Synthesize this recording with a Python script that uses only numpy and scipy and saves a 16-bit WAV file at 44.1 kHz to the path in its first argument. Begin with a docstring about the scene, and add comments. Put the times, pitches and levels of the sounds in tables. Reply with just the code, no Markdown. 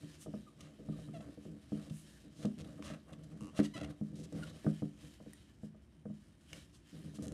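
"""A craft table in a small, quiet room, close up: gloved hands peel a silicone mold off a hard resin jar.
The silicone sticks and slips on the resin, so it creaks, squeaks, slides and snaps free, coloured by the
hollow of the mold. Gloves wipe and crinkle over it. The jar knocks and shuffles on the table top, which
booms in its low modes. Two sharp taps, a faint whistle and a low room tone complete the scene."""
import sys
import numpy as np
from scipy import signal
from scipy.fft import rfft, irfft, next_fast_len
from scipy.io import wavfile

SR = 44100
rng = np.random.default_rng(int(sys.argv[2]) if len(sys.argv) > 2 else 0)


def persist_wave(psi):
    """Save psi, clipped to +-1, as 16-bit WAV."""
    counts = np.round(np.clip(psi, -1, 1) * 32767).astype(np.int16)
    wavfile.write(sys.argv[1], SR, np.atleast_2d(counts).T)


N = 323253
TIME = np.arange(N) / SR
TOP_HZ = 15600  # ceiling of the squeaks' overtones and of the recorder

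# pulls that drag the silicone and shove the jar: (start [s], length [s], drag [dB], shuffle [dB])
PULLS = [(0.581, 0.15, -64, -52.5), (0.778, 0.23, -70, -49.5), (0.938, 0.14, -76, -47.5),
         (1.126, 0.17, -63, -44.5), (1.465, 0.11, -99, -48), (1.736, 0.15, -63, -46),
         (2.234, 0.047, -72, -49.5), (2.383, 0.078, -59.5, -47), (2.569, 0.11, -60.5, -45.5),
         (2.655, 0.23, -65.5, -48), (2.815, 0.15, -59.5, -53), (3.072, 0.059, -57.5, -52.5),
         (3.13, 0.16, -69, -53), (3.309, 0.052, -62.5, -48.5), (3.4, 0.086, -79, -44.5),
         (3.529, 0.055, -58.5, -51.5), (3.745, 0.16, -53.5, -41), (4.09, 0.19, -84, -46),
         (4.328, 0.12, -58.5, -41), (4.452, 0.13, -65.5, -48.5), (5.021, 0.034, -79, -49),
         (6.512, 0.062, -65, -53.5), (6.925, 0.32, -73, -46), (7.203, 0.14, -62.5, -39.5)]


def peeling(jitter=0.013, uneven_db=1.5, tug_db=-6, tug_hz=1500):
    """The mold comes away in single snaps and in creaking runs of stick and slip, which tug at the jar."""
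    # the silicone snaps free: (time [s], peak [dB], centre [Hz], t60 [s])
    snaps = [(.607, -45, 4750, 0.021), (1.898, -48.5, 3940, 0.02), (2.428, -45, 3180, 0.036),
             (2.453, -38.5, 4040, 0.011), (2.646, -47, 2950, 0.015), (2.8246, -39, 2000, 0.0073),
             (2.937, -46, 1950, 0.04), (3.131, -48.5, 3500, 0.024), (3.592, -37, 1400, 0.046),
             (3.599, -38.5, 2400, 0.02), (4.326, -45.5, 6130, 0.011), (4.434, -43, 3370, 0.023),
             (7.2697, -40, 7000, 0.003), (7.282, -37, 6900, 0.0045), (7.3212, -42, 7030, 0.003)]
    # stick-slip runs: (start [s], end [s], first rate [Hz], last rate [Hz], level [dB], centre [Hz],
    # t60 [s], wall ring re the slip [dB])
    creaks = [(2.582, 2.621, 168, 167.6, -44.5, 3630, 0.0088, -9),
              (3.4085, 3.478, 122.6, 54.6, -45, 5500, 0.0079, 3),
              (3.481, 3.504, 110, 150, -49.5, 4000, 0.008, 8),
              (4.156, 4.206, 396, 292, -49.5, 5360, 0.0055, -20),
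              (4.196, 4.232, 224, 110.4, -50.5, 5330, 0.015, -15),
              (4.232, 4.259, 268, 225, -44, 4970, 0.0071, -11),
              (7.224, 7.261, 317, 176, -42.5, 6740, 0.0045, -53)]
    out = np.zeros(N)
    tug = unit_peak(table_ring(hard_db=-9, low_db=14, middle_db=8))
    for s, db, hz, t60 in snaps:
        add(out, s, amp(db) * snap(hz, t60, q=1, crack=2.5))
    for start, end, first_hz, last_hz, db, hz, t60, ring_db in creaks:
        s = start
        for gap, size in rng.standard_normal((24, 2)):
            slip = snap(hz, t60, q=0.86, crack=7.2)
            gain = amp(db + uneven_db * size)
            if s < end:
                add(out, s, gain * (slip + amp(ring_db) * wall_ring()))
                # a deeper slip frees a larger patch and shakes the table more
                add(out, s, gain * amp(tug_db) * tug_hz / hz * tug)
            s += (1 + jitter * gap) / np.interp(s, [start, end], [first_hz, last_hz])
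    return out


def snap(hz, t60, q, crack, regrip=0.2, regrip_db=-4, stretch_spread=0.03):
    """One slip: a crack and a scrape, caught and freed once more, ring the unevenly stretched mold."""
    t = TIME[:SR // 15]
    age = t / max(t60, 0.002)
    second_slip = (age > regrip) * amp(regrip_db - 60 * np.abs(age - regrip))
    burst = rng.standard_normal(len(t)) * (amp(-60 * age) + second_slip)
    burst[0] += 2 * crack
    stretch = np.exp(stretch_spread * rng.standard_normal())
    return unit_peak(band(mold(burst, stretch), hz, q))


def mold(x, stretch=1, direct_db=-10):
    """The peeling edge sounds through the mold's resonances, which rise as it stretches."""
    # the hollow and its stretched wall: (centre [Hz], width [Hz], level [dB])
    resonances = [(1129, 100, 7.5), (1246, 230, 10.5), (1800, 660, 2.5), (2770, 122, 3.5),
                  (3220, 1630, 0.5), (3960, 66, -3), (5970, 2500, -3.5), (8670, 4200, -0.5)]
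    body = sum(amp(db) * band(x, hz * stretch, hz / width) for hz, width, db in resonances)
    return amp(direct_db) * x + body


def wall_ring():
    """Plucked by a slip, the mold's taut wall rings briefly."""
    # modes of the wall: (frequency [Hz], level [dB], t60 [s])
    modes = [(1150, -8.5, 0.016), (2810, -13.5, 0.012)]
    t = TIME[:SR // 15]
    return sum(amp(db - 60 * t / t60) * np.sin(2 * np.pi * hz * t) for hz, db, t60 in modes)


def squeaks(waver=0.015, sag=0.1, rough=0.35, edge_hz=2500):
    """Slips lock into a sagging pitch; each is a sharp pulse with a little scrape that rings the mold."""
    # rubbery squeaks, the shortest mere ticks:
    # (start [s], length [s], first pitch [Hz], level [dB], overtones re the tone [dB])
    cues = [(0.463, 0.034, 1283, -63, -22), (0.925, 0.024, 1250, -66.5, -14),
            (1.131, 0.056, 712, -52.5, -11.5), (1.204, 0.012, 705, -53, -9.5),
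            (3.647, 0.018, 1012, -65.5, 13.5), (3.735, 0.029, 1048, -61.5, 8.5),
            (3.761, 0.015, 673, -57.5, 6.5), (3.7758, 0.0076, 698, -50, 1.5),
            (3.786, 0.0069, 690, -54.5, -1), (3.8, 0.0064, 723, -56.5, -1), (3.8097, 0.0097, 703, -54, 2.5),
            (3.83, 0.011, 682, -56, 4), (3.843, 0.009, 737, -51.5, 1), (4.423, 0.022, 1500, -51, -12.5)]
    out, wander = np.zeros(N), walk(250)
    for s, length, hz, db, overtones_db in cues:
        size = int(length * SR)
        pitch = hz * (np.linspace(1, 1 - sag, size) + waver * wander[int(s * SR):][:size])
        phase = 2 * np.pi * np.cumsum(pitch) / SR
        pulses = unit(sum(np.cos(k * phase) for k in range(2, int(TOP_HZ / hz))))
        scrape = (1 + np.cos(phase)) * rng.standard_normal(SR)[:size]
        edge = unit(band(mold(pulses + rough * scrape), edge_hz, q=1.1))
        squeak = unit(np.sin(phase)) + amp(overtones_db) * edge
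        add(out, s, amp(db) * squeak * signal.windows.tukey(size, 0.5))
    return out


def slides():
    """A patch of silicone lets go and slides over the resin: a short swell of dense slips."""
    # quick slides: (middle [s], length [s], level [dB], centre [Hz])
    cues = [(0.225, 0.052, -57.5, 8350), (1.98, 0.12, -63, 10000), (0.64, 0.1, -67, 3050),
            (2.418, 0.11, -63, 5000), (2.607, 0.021, -61.5, 4030), (2.857, 0.048, -56, 4080),
            (2.899, 0.064, -54, 1880), (3.241, 0.017, -65, 6000), (3.58, 0.036, -50.5, 3670),
            (3.649, 0.039, -52, 4500), (4.475, 0.029, -60, 2450), (6.59, 0.1, -69.5, 4330),
            (6.756, 0.049, -66, 4940), (7.161, 0.037, -59.5, 5470)]
    out = np.zeros(N)
    grains = mold(friction(rate=3200, spread_db=3, smooth=1))
    for s, length, db, hz in cues:
        near = np.abs(TIME - s) < 2 * length
        out[near] += swell(s, length)[near] * amp(db) * unit(band(grains[near], hz, q=0.77))
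    return out


def knocks(echo_s=0.033, echo_db=-16, duller_db=-7):
    """Each knock of the jar on the table is followed by a softer, duller echo about 33 ms later."""
    # the jar meets the table: (time [s], peak [dB], clack weight [dB], low weight [dB], mid weight [dB])
    hits = [(0.034, -39.5, -7, 0.5, -12.5), (0.261, -41.5, 3, -6, -3), (0.28, -39, -3, 4, -4.5),
            (0.338, -34.5, -12.5, -15, -20), (0.887, -30.5, -10.5, -5, -15), (0.987, -36, 4.5, 13, -29),
            (1.086, -39.5, -17, -2, -23), (1.375, -43, -9, -4, -11), (1.453, -41.5, -6, -11, -13),
            (1.72, -28.5, -15.5, -13.5, -18.5), (1.908, -33.5, -22, -1, -48), (2.449, -25, -10, -15, -14.5),
            (2.4647, -35, -23, -22, -28), (2.793, -38.5, -12, -23, -16.5), (2.901, -38, -5.5, -5.5, -14),
            (3.591, -17, -2.5, -10, -12.5), (4.012, -30, -19, -7, -20.5), (4.324, -38, -2.5, -7, -1),
            (4.646, -32.5, -13, -24, -14), (4.665, -21.5, -11, -10.5, -20), (4.821, -27, -8, -2.5, -13.5),
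            (5.201, -46, 0.5, -8.5, -16.5), (5.262, -43.5, -7, -3.5, -13), (5.633, -38, -17.5, -7.5, -21.5),
            (5.746, -50, -5, -12, -12.5), (6.055, -35.5, -10, -12, -21), (6.099, -37, -18.5, -10, -22.5),
            (7.1863, -35, -19.5, -21, -18)]
    out = np.zeros(N)
    for s, db, hard_db, low_db, middle_db in hits:
        blow = table_ring(hard_db, low_db, middle_db)
        echo = table_ring(hard_db + duller_db, low_db, middle_db)
        add(out, s, amp(db) * unit_peak(blow))
        add(out, s + echo_s, amp(db + echo_db) * unit_peak(echo))
    return out


def shuffle(thud_hz=79.5, thud_db=-16):
    """The jar's base catches on the table in small steps, which keep its modes humming."""
    push = friction(rate=120, spread_db=2, smooth=0.41)
    table = table_ring(hard_db=-18, low_db=-1, middle_db=-13)
    boom = unit(signal.fftconvolve(push, table)[:N])
    thud = unit(band(band(push, thud_hz, q=2.1), thud_hz, q=2.1))
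    shove = strokes([(s, length, db) for s, length, _, db in PULLS], hold_db=-63)
    return (boom + amp(thud_db) * thud) * shove


def table_ring(hard_db, low_db, middle_db, scatter_db=3.5, contact_s=0.0024):
    """One blow on the table: the spot struck weights the low modes, a hard contact feeds the high ones."""
    # modes of the table top with the jar on it: (frequency [Hz], level [dB], t60 [s])
    modes = [(62.6, -29, 0.099), (84.6, -42, 0.21), (136, -12.5, 0.17), (157.5, -1, 0.3), (210, 2.5, 0.18),
             (240.2, -14, 0.33), (292.4, 1.5, 0.14), (369.5, -2.5, 0.1), (395, -9, 0.23), (483.3, 5, 0.038),
             (530.3, -17, 0.15), (574, -8.5, 0.074), (610, -5, 0.053), (709, -27, 0.2), (992, -16, 0.021),
             (1235, -12, 0.026), (1495, -9, 0.0099)]
    hz, db, t60 = np.transpose(modes)
    t = TIME[:SR // 2]
    weight_db = np.interp(hz, [174, 202.3, 291.4, 341, 583],
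                          [low_db + 5.5, 0, middle_db + 12, middle_db + 7, hard_db + 7.5])
    gains = amp(db + weight_db + scatter_db * rng.standard_normal(len(hz)))
    partials = np.sin(2 * np.pi * hz[:, None] * t) * amp(-60 * t / t60[:, None])
    return (gains @ partials) * (1 - np.exp(-t / contact_s))


def taps(crack_db=2, crack_t60=0.022, upper_db=3):
    """A hard contact on the resin: a broad crack around two short resonances."""
    # sharp taps: (time [s], peak [dB], lower ring [Hz], upper ring [Hz], t60 [s])
    hits = [(5.3334, -42.5, 1910, 9100, 0.026), (6.531, -33, 2260, 2840, 0.02)]
    out, t = np.zeros(N), TIME[:SR // 8]
    for s, db, low_hz, high_hz, t60 in hits:
        ring = np.sin(2 * np.pi * low_hz * t) + amp(upper_db) * np.sin(2 * np.pi * high_hz * t)
        burst = rng.standard_normal(len(t)) * amp(crack_db - 60 * t / crack_t60)
        tap = ring * amp(-60 * t / t60) + band(burst, high_hz, q=0.53)
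        add(out, s, amp(db) * unit_peak(tap))
    return out


def handling(flutter_db=2, catch_db=3):
    """The grip tightens and gives over all the rubbing; the tacky silicone catches at its own moments."""
    grip = amp(flutter_db * walk(40))
    catch = amp(catch_db * walk(25))
    return grip * (glove_rub() + silicone_drag(catch))


def glove_rub(trim_db=-3.45, crinkle_db=-3.5, shift_db=4, rings_db=-5, wake_db=5):
    """Gloves hiss and crinkle over the mold; broad resonances come and go as the contact patch changes."""
    # wipes of a glove: (fastest moment [s], length [s], level [dB])
    wipes = [(0.093, 0.25, -67), (0.358, 0.27, -71.5), (0.986, 0.29, -68.5), (1.17, 0.084, -69),
             (1.48, 0.12, -71), (1.802, 0.31, -66.5), (2.1, 0.33, -65.5), (2.694, 0.53, -73.5),
             (3.908, 0.028, -67), (4.42, 0.22, -66), (4.698, 0.35, -65.5), (5.064, 0.22, -67),
             (5.3, 0.53, -72), (5.66, 0.076, -71.5), (6.26, 0.49, -77), (6.567, 0.2, -64),
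             (6.967, 0.25, -68.5), (7.24, 0.57, -71)]
    # spectrum of the rubbing: (frequency [Hz], level [dB])
    hiss_curve = [(1290, -4), (2200, -1.5), (3200, -0.5), (3900, -8.5), (4330, -3.5), (4940, -3.5),
                  (5820, -5.5), (8470, -4.5), (11000, -9.5), (14100, -12.5)]
    # narrow resonances that the glove wakes in the mold: (frequency [Hz], level [dB])
    resonances = [(1800, 7), (3080, 3), (3810, 5.5), (5400, -4.5), (9150, -5)]
    slips = friction(rate=2500, spread_db=-0.5, smooth=1)
    patch = sum(band(slips, hz, q=hz / 1200) * amp(shift_db * walk(14))
                for hz in np.linspace(1500, 13000, 14))
    rings = unit(sum(amp(db + wake_db * walk(18)) * band(slips, hz, q=12) for hz, db in resonances))
    crinkle = colour(friction(rate=120, spread_db=-0.5, smooth=0), hiss_curve)
    rub = colour(patch, hiss_curve) + amp(rings_db) * rings + amp(crinkle_db) * crinkle
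    wipe_power = sum((amp(db) * swell(s, length)) ** 2 for s, length, db in wipes)
    return amp(trim_db) * rub * np.sqrt(hold(db=-75) ** 2 + wipe_power)


def silicone_drag(catch, trim_db=-1, hollow_db=-11):
    """Each pull drags the silicone over the resin; where it catches, it rings the mold's hollow."""
    # spectrum of the dull, rubbery drag: (frequency [Hz], level [dB])
    drag_curve = [(260, -29), (450, 2.5), (624, 10.5), (941, -14.5), (1420, -7), (1870, -10), (2340, -16),
                  (7700, -80)]
    rubber = colour(friction(rate=970, spread_db=3.5, smooth=0.61), drag_curve)
    hollow = unit(mold(mold(friction(rate=270, spread_db=4, smooth=0.49))))
    pull = strokes([(s, length, db) for s, length, db, _ in PULLS], hold_db=-77.5)
    return amp(trim_db) * (rubber + amp(hollow_db) * catch * hollow) * pull


def whistle(hz=9130, q=30):
    """A faint, thin, high band of noise near 9 kHz swells twice."""
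    # swells of the whistle: (middle [s], length [s], level [dB])
    cues = [(5.412, 0.18, -97), (6.2, 0.43, -88)]
    tone = unit(band(band(rng.standard_normal(N), hz, q), hz, q))
    return tone * sum(amp(db) * swell(s, length) for s, length, db in cues)


def room(x, wet_db=-13, t60=0.23):
    """Nearby walls add a short, soft tail."""
    t = TIME[:SR // 2]
    tail = band(rng.standard_normal(len(t)), hz=1770, q=0.11) * amp(-60 * t / t60) * (t > 0.005)
    return x + amp(wet_db) * signal.fftconvolve(x, tail / np.linalg.norm(tail))[:N]


def room_tone(level_db=-62.5):
    """A faint, steady bed of low noise."""
    # spectrum of the quiet room: (frequency [Hz], level [dB])
    tone_curve = [(30, -27), (59, 0.5), (95, -6.5), (213, -8), (270, -11.5), (369, -12.5), (420, -27.5),
                  (728, -31), (2130, -35.5), (9190, -64)]
    return amp(level_db) * colour(rng.standard_normal(N), tone_curve)


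def friction(rate, spread_db, smooth):
    """Tiny slips of uneven size, rate a second, over a smooth hiss."""
    sizes = amp(spread_db * np.minimum(rng.exponential(size=N), 4)) * rng.choice([-1, 1], N)
    slips = sizes * (rng.random(N) < rate / SR)
    return unit(unit(slips) + smooth * rng.standard_normal(N))


def strokes(rows, hold_db, attack_s=0.011, sag_db_per_s=24.5, release_s=0.033):
    """Envelope of pulls over the light hold: each takes hold quickly, slackens a little and dies away."""
    power = hold(hold_db) ** 2
    t = TIME[:SR]
    for s, length, db in rows:
        shape = (1 - np.exp(-t / attack_s)) * np.exp(-np.maximum(t - length, 0) / release_s)
        add(power, s, (shape * amp(db - sag_db_per_s * t)) ** 2)
    return np.sqrt(power)


def hold(db, free_s=5.1, loose_db=-6):
    """Gain of the hands' light hold between strokes, lighter once the mold is free."""
    return amp(db + loose_db * (TIME > free_s))


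def swell(s, length):
    """Envelope of a movement that gathers speed until time s and slows again."""
    return np.exp(-np.minimum((2 * (TIME - s) / length) ** 2, 40))


def walk(rate):
    """Smooth random wander, rate turns a second, spread near 1."""
    knots = rng.standard_normal(4096)
    return np.interp(TIME * rate, np.arange(len(knots)), knots)


def band(x, hz, q):
    """Two-pole resonance, gain 1 at its centre."""
    w = 2 * np.pi * min(hz, 0.4 * SR) / SR
    a = np.sin(w) / (2 * q)
    return signal.lfilter([a, 0, -a], [1 + a, -2 * np.cos(w), 1 - a], x)


def colour(x, curve):
    """Equalise along a curve of (frequency [Hz], level [dB]) points, then scale to rms 1."""
    hz, db = np.transpose(curve)
    size = next_fast_len(N)
    bin_hz = np.maximum(np.fft.rfftfreq(size, 1 / SR), 1)
    gains = amp(np.interp(np.log(bin_hz), np.log(hz), db))
    return unit(irfft(rfft(x, size) * gains, size)[:N])


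def amp(db):
    """Decibels to gain."""
    return 10 ** (np.asarray(db) / 20)


def unit(x):
    """Scale to rms 1."""
    return x / np.sqrt(np.mean(x ** 2))


def unit_peak(x):
    """Scale to peak 1."""
    return x / np.abs(x).max()


def add(track, s, sound):
    """Mix a sound into the track at time s."""
    i = max(int(s * SR), 0)
    track[i:i + len(sound)] += sound[:max(N - i, 0)]


def scene():
    """All the handling in the room, over its faint steady tone, in mono."""
    work = knocks() + shuffle() + handling() + slides() + peeling() + taps() + squeaks() + whistle()
    return (room(work) + room_tone())[None]


def record(dry, low_cut_hz=46, rolloff_hz=11800):
    """The microphone drops the deep bass and dulls the top octave; the recorder cuts off the very top."""
    microphone = signal.butter(3, [low_cut_hz, rolloff_hz], "bandpass", fs=SR, output="sos")
    recorder = signal.ellip(8, 0.2, 70, TOP_HZ, fs=SR, output="sos")
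    return signal.sosfilt(recorder, signal.sosfilt(microphone, dry))


dry = scene()
out = record(dry)
persist_wave(out)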